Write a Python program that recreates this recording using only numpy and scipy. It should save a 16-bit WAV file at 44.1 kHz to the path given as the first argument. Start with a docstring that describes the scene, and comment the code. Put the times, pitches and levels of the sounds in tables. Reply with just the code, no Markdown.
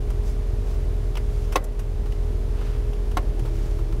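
"""Dashboard switch in an idling car

Inside a parked car, one microphone close in front of the dashboard. A hand works a switch: light
plastic ticks, a tiny squeak and two hard snaps that ring the panel, with soft rubbing between them.
All around are the boom of the idling engine, a small fan and faint drones. The recorder's gain
control ducks after the hardest snap and creeps back."""
import sys
import numpy as np
from scipy import signal
from scipy.fft import rfft, irfft
from scipy.io import wavfile
from scipy.ndimage import uniform_filter1d

SR = 44100
rng = np.random.default_rng(int(sys.argv[2]) if len(sys.argv) > 2 else 0)


def wrap_up_sound(samples):
    """Save the sound to the file named by the first command line argument, as 16-bit audio."""
    columns = np.atleast_2d(samples).T
    # keep every value between -1 and 1, then stretch to whole-number steps
    tamed = np.clip(columns, -1, 1)
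    steps = np.round(tamed * 32767).astype(np.int16)
    wavfile.write(sys.argv[1], SR, steps)


N = 176400
TIME = np.arange(N) / SR


# The switch pushed in, then let out: t/s, knock level/dB, crack level/dB, tail level/dB
SWITCH_STROKES = [(1.5555, -17, -21, -33), (3.1685, -26.5, -29, -40)]
# Modes of the panel around it: f/Hz, t60/s, level pushed in/dB, level let out/dB
PANEL_MODES = [(294.6, 0.07, -26.5, -24), (531, 0.063, -21, -26), (734.2, 0.063, -17.5, -19.5),
               (898, 0.031, -20, -28), (1078, 0.055, -11.5, -19), (1347, 0.029, -26, -23),
               (2005, 0.35, -44, -58), (2116, 0.065, -30.5, -35), (2600, 0.017, -19.5, -52),
               (3350, 0.03, -33, -40), (3790, 0.031, -27, -35), (6160, 0.0055, -24.5, -33)]
# Spectra of the dull knock, sharp crack and ringing tail: f/Hz, relative level/dB
KNOCK_SPECTRUM = [(100, -35), (280, 6), (550, 2.5), (1550, -6.5), (2600, -13), (8000, -29)]
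CRACK_SPECTRUM = [(500, -41), (1500, 7), (2400, -1.5), (4000, 0.5), (5200, -4), (6200, -6.5), (8000, -8.5),
                  (13000, -10), (15500, -24)]
TAIL_SPECTRUM = [(250, 2), (580, 20), (1000, 4), (1700, -3), (2020, -3), (2600, -29), (8000, -38)]

def switch_snaps(rise_s=0.01, knock_lead_s=0.0011):
    """Each snap rings the panel; knock and crack scatter round the cabin and leave a faint tail."""
    panel, knock, crack, tail = 0, 0, 0, 0
    for stroke, (start, knock_db, crack_db, tail_db) in enumerate(SWITCH_STROKES):
        knock += from_db(knock_db) * burst(start - knock_lead_s, knock_lead_s + rise_s, t60=0.07)
        crack += from_db(crack_db) * burst(start, rise_s / 2, t60=0.029)
        tail += from_db(tail_db) * burst(start, rise_s, t60=0.61)
        for mode, (hz, t60, *stroke_db) in enumerate(PANEL_MODES):
            swing = (-1) ** mode * np.sin(2 * np.pi * hz * (TIME - start))
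            panel += from_db(stroke_db[stroke]) * burst(start, rise=0.0042, t60=t60) * swing
    return (panel + knock * unit_rms(noise(KNOCK_SPECTRUM))
            + crack * unit_rms(noise(CRACK_SPECTRUM))
            + tail * unit_rms(noise(TAIL_SPECTRUM)))


# Light touches on the switch: t/s, high-band t60/s, low level/dB, middle level/dB, high level/dB
TOUCHES = [(0.1002, 0.051, -40, -52, -47.5), (1.153, .032, -37, -38.5, -49), (1.1695, 0.04, -32, -37, -46),
           (1.5197, 0.077, -35, -41.5, -43.5), (1.639, 0.048, -57, -64, -39),
           (1.7896, 0.067, -39, -46, -44.5), (2.056, 0.052, -41.5, -52.5, -68),
           (2.119, 0.052, -66, -47, -55), (2.611, 0.045, -39.5, -55, -60), (2.93, 0.041, -43, -46, -68),
           (3.112, 0.047, -48, -48, -51), (3.392, 0.038, -40.5, -48, -47), (3.449, 0.082, -38, -59, -64),
           (3.786, 0.056, -42, -62, -64), (3.923, 0.035, -38, -52, -68)]
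# Spectra of a tick's three bands: f/Hz, relative level/dB
TICK_LOW_SPECTRUM = [(150, -26), (450, -2), (1150, -2), (2000, -15), (10000, -29)]
TICK_MID_SPECTRUM = [(900, -7), (2100, 3), (2800, 9.5), (4200, -5.5), (5800, 1), (8000, -32)]
TICK_HIGH_SPECTRUM = [(3000, -14), (5500, 2.5), (9000, 2.5), (13500, 0.5), (15500, -12)]

def plastic_ticks(rise_share=0.088, ring_ratio=1.2):
    """Touches of plastic: a softer one starts and dies more slowly, and the high band dies first."""
    ticks = 0
    for band, spectrum in enumerate((TICK_LOW_SPECTRUM, TICK_MID_SPECTRUM, TICK_HIGH_SPECTRUM)):
        longer = ring_ratio ** (2 - band)
        envelope = sum(from_db(band_db[band]) * burst(start, rise_share * t60, t60 * longer)
                       for start, t60, *band_db in TOUCHES)
        ticks += envelope * unit_rms(noise(spectrum))
    return ticks


def plastic_squeak(start_s=1.1677, start_hz=3460, end_hz=1980, sag_s=0.0067):
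    """Plastic slips with a tiny chirp whose pitch sags as the pressure lets go."""
    hz = end_hz + (start_hz - end_hz) * np.exp(-np.maximum(TIME - start_s, 0) / sag_s)
    envelope = from_db(-32.5) * burst(start_s, rise=0.0021, t60=0.054)
    return envelope * np.sin(2 * np.pi * np.cumsum(hz) / SR)


# The hand brushing the switch: peak t/s, rise/s, fall/s, dull level/dB, bright level/dB
HAND_RUBS = [(.27, 0.029, 0.072, -54.5, -52.5), (.70, 0.055, 0.14, -55, -59.5),
             (1.42, 0.16, 0.15, -57.5, -59), (2.13, .03, 0.018, -57, -67), (2.67, 0.12, 0.15, -49.5, -61),
             (3.62, 0.19, 0.18, -54, -58)]
# Spectra of the dull and the bright friction: f/Hz, relative level/dB
DULL_RUB_SPECTRUM = [(300, -5), (900, 3.5), (2700, -1), (5000, -9), (10000, -36)]
BRIGHT_RUB_SPECTRUM = [(2000, -17), (5500, 8.5), (9000, 1.5), (15000, -4)]

def hand_rubs(grain_db=2):
    """Faint grainy friction of the hand that swells and fades."""
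    dull, bright = 0, 0
    for peak, rise, fall, dull_db, bright_db in HAND_RUBS:
        swell = np.exp(-((TIME - peak) / np.where(TIME < peak, rise, fall)) ** 2)
        dull += from_db(dull_db) * swell
        bright += from_db(bright_db) * swell
    friction = dull * unit_rms(noise(DULL_RUB_SPECTRUM)) + bright * unit_rms(noise(BRIGHT_RUB_SPECTRUM))
    return friction * from_db(grain_db * drift(45))


# Firing rate of the four-cylinder engine: t/s, f/Hz
FIRING_RATE = [(0.0, 39.95), (0.45, 41.6), (0.75, 40.16), (1.35, 40.4), (1.6, 38.52), (2.1, 38.66),
               (2.6, 40.79), (2.9, 40.78), (3.2, 40.06), (3.45, 37.65), (4.0, 37.24)]
# Engine tones in the cabin: multiple of the four-firing cycle, level/dB, unsteadiness (0-1)
ENGINE_TONES = [(4, -23.5, 0), (5, -36, 0.38), (6, -38.5, 0.82), (8, -38.5, 0.43), (10, -62.5, 0.1),
                (12, -42.5, 0.3)]
# Rumble and hiss around the microphone: f/Hz, relative level/dB
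CABIN_SPECTRUM = [(28, -95), (50, -15.5), (75, -20), (120, -21.5), (160, -33.5), (350, -38), (520, -44),
                  (800, -46.5), (1400, -54.5), (3000, -60), (6000, -64.5), (8700, -69), (9900, -67),
                  (13500, -73.5), (16000, -76)]

def idling_engine(throb_depth=0.33):
    """Boom of uneven cylinders, heard from inside; the cabin noise throbs a little with each firing."""
    firings = np.cumsum(np.interp(TIME, *np.transpose(FIRING_RATE))) / SR
    cycle_phase = 2 * np.pi * firings / 4
    tones = 0
    for order, db, unsteadiness in ENGINE_TONES:
        waver = 1 + unsteadiness * (drift(2.1) + 1j * drift(2.7))  # in both level and phase
        tones += from_db(db) * np.sqrt(2) * np.real(waver * np.exp(1j * order * cycle_phase))
    cabin = from_db(12) * noise(CABIN_SPECTRUM)
    rumble = signal.sosfilt(signal.butter(2, 900, fs=SR, output="sos"), cabin)
    return tones + cabin + throb_depth * rumble * np.cos(2 * np.pi * firings)


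# Tones of the small fan: multiple of its turning rate, level/dB
FAN_TONES = [(7, -50), (8, -43), (9, -50.5), (11, -58.5), (12, -55.5)]

def fan(turn_hz=51.73, wander=0.0015, flutter=0.08):
    """A steady motor hum, strongest at the blade rate."""
    turn_phase = 2 * np.pi * np.cumsum(turn_hz * (1 + wander * drift(3.3))) / SR
    return sum(from_db(db) * np.sqrt(2) * (1 + flutter * drift(1.3))
               * np.sin(order * turn_phase + rng.uniform(0, 2 * np.pi)) for order, db in FAN_TONES)


# Hums in the background of the cabin: start t/s, end t/s, f/Hz, level/dB
CABIN_HUMS = [(0, 3.4, 242, -52), (3.2, 4.2, 331.6, -43.5)]

def cabin_hums(fade_s=0.2, width_hz=6.8):
    """Faint, rough, wavering drones that come and go."""
    hums = 0
    for start, end, hz, db in CABIN_HUMS:
        fade = np.clip(np.minimum(TIME - start, end - TIME) / fade_s, 0, 1)
        waver = drift(width_hz) + 1j * drift(width_hz)
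        hums += from_db(db) * fade * np.real(waver * np.exp(2j * np.pi * hz * TIME))
    return hums


def from_db(db):
    """Decibels to gain."""
    return 10 ** (np.asarray(db) / 20)


def unit_rms(x):
    """Scale to unit rms."""
    return x / np.sqrt(np.mean(x ** 2) + 1e-20)


def drift(rate_hz):
    """Smooth random wander of unit rms, mostly slower than rate_hz."""
    hop, settle = 40, 2000
    pole = np.exp(-2 * np.pi * rate_hz * hop / SR)
    white = rng.standard_normal(N // hop + settle + 2)
    slow = signal.lfilter([1], [1, -2 * pole, pole * pole], white)[settle:]
    return np.interp(np.arange(N) / hop, np.arange(len(slow)), unit_rms(slow))


def noise(spectrum):
    """White noise coloured by rows of f/Hz, level/dB, rolling off below the first."""
    hz, db = np.transpose(spectrum)
    bins = np.maximum(np.fft.rfftfreq(N, 1 / SR), 1)
    gain = from_db(np.interp(np.log(bins), np.log(hz), db)) * np.minimum(bins / hz[0], 1)
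    return irfft(rfft(rng.standard_normal(N)) * gain, N)


def burst(start, rise, t60):
    """Envelope of a blow: a quick rise, then a fall of 60 dB every t60 seconds."""
    age = TIME - start
    return np.clip(age / rise, 0, 1) * from_db(-60 * np.clip((age - rise) / t60, 0, 3))


def scene():
    """Everything that reaches the microphone in front of the dashboard, in mono."""
    background = idling_engine() + fan() + cabin_hums()
    switch = switch_snaps() + plastic_ticks() + plastic_squeak() + hand_rubs()
    fade_in = np.minimum(TIME / 0.006, 1)
    return ((switch + background) * fade_in)[None]


def record(dry):
    """Gain control that ignores the bass, ducks fast and recovers slowly, then a steep top cut."""
    threshold_db, max_duck_db, recovery_db_per_s = -19, 3, 6
    window_s, attack_s = 0.016, 0.012
    bass_cut_hz, top_cut_hz = 200, 15700
    sensed = signal.sosfilt(signal.butter(2, bass_cut_hz, "high", fs=SR, output="sos"), dry[0])
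    power = uniform_filter1d(sensed ** 2, int(window_s * SR))
    over_db = np.maximum(10 * np.log10(np.maximum(power, 1e-12)) - threshold_db, 0)
    recovery_db = recovery_db_per_s * TIME
    held_db = np.maximum.accumulate(over_db + recovery_db) - recovery_db  # each peak ebbs steadily
    pole = np.exp(-1 / (attack_s * SR))
    duck_db = signal.lfilter([1 - pole], [1, -pole], np.minimum(held_db, max_duck_db))
    top_cut = signal.ellip(12, 0.1, 90, top_cut_hz, fs=SR, output="sos")
    return signal.sosfilt(top_cut, dry * from_db(-duck_db))


dry = scene()
out = record(dry)
wrap_up_sound(out)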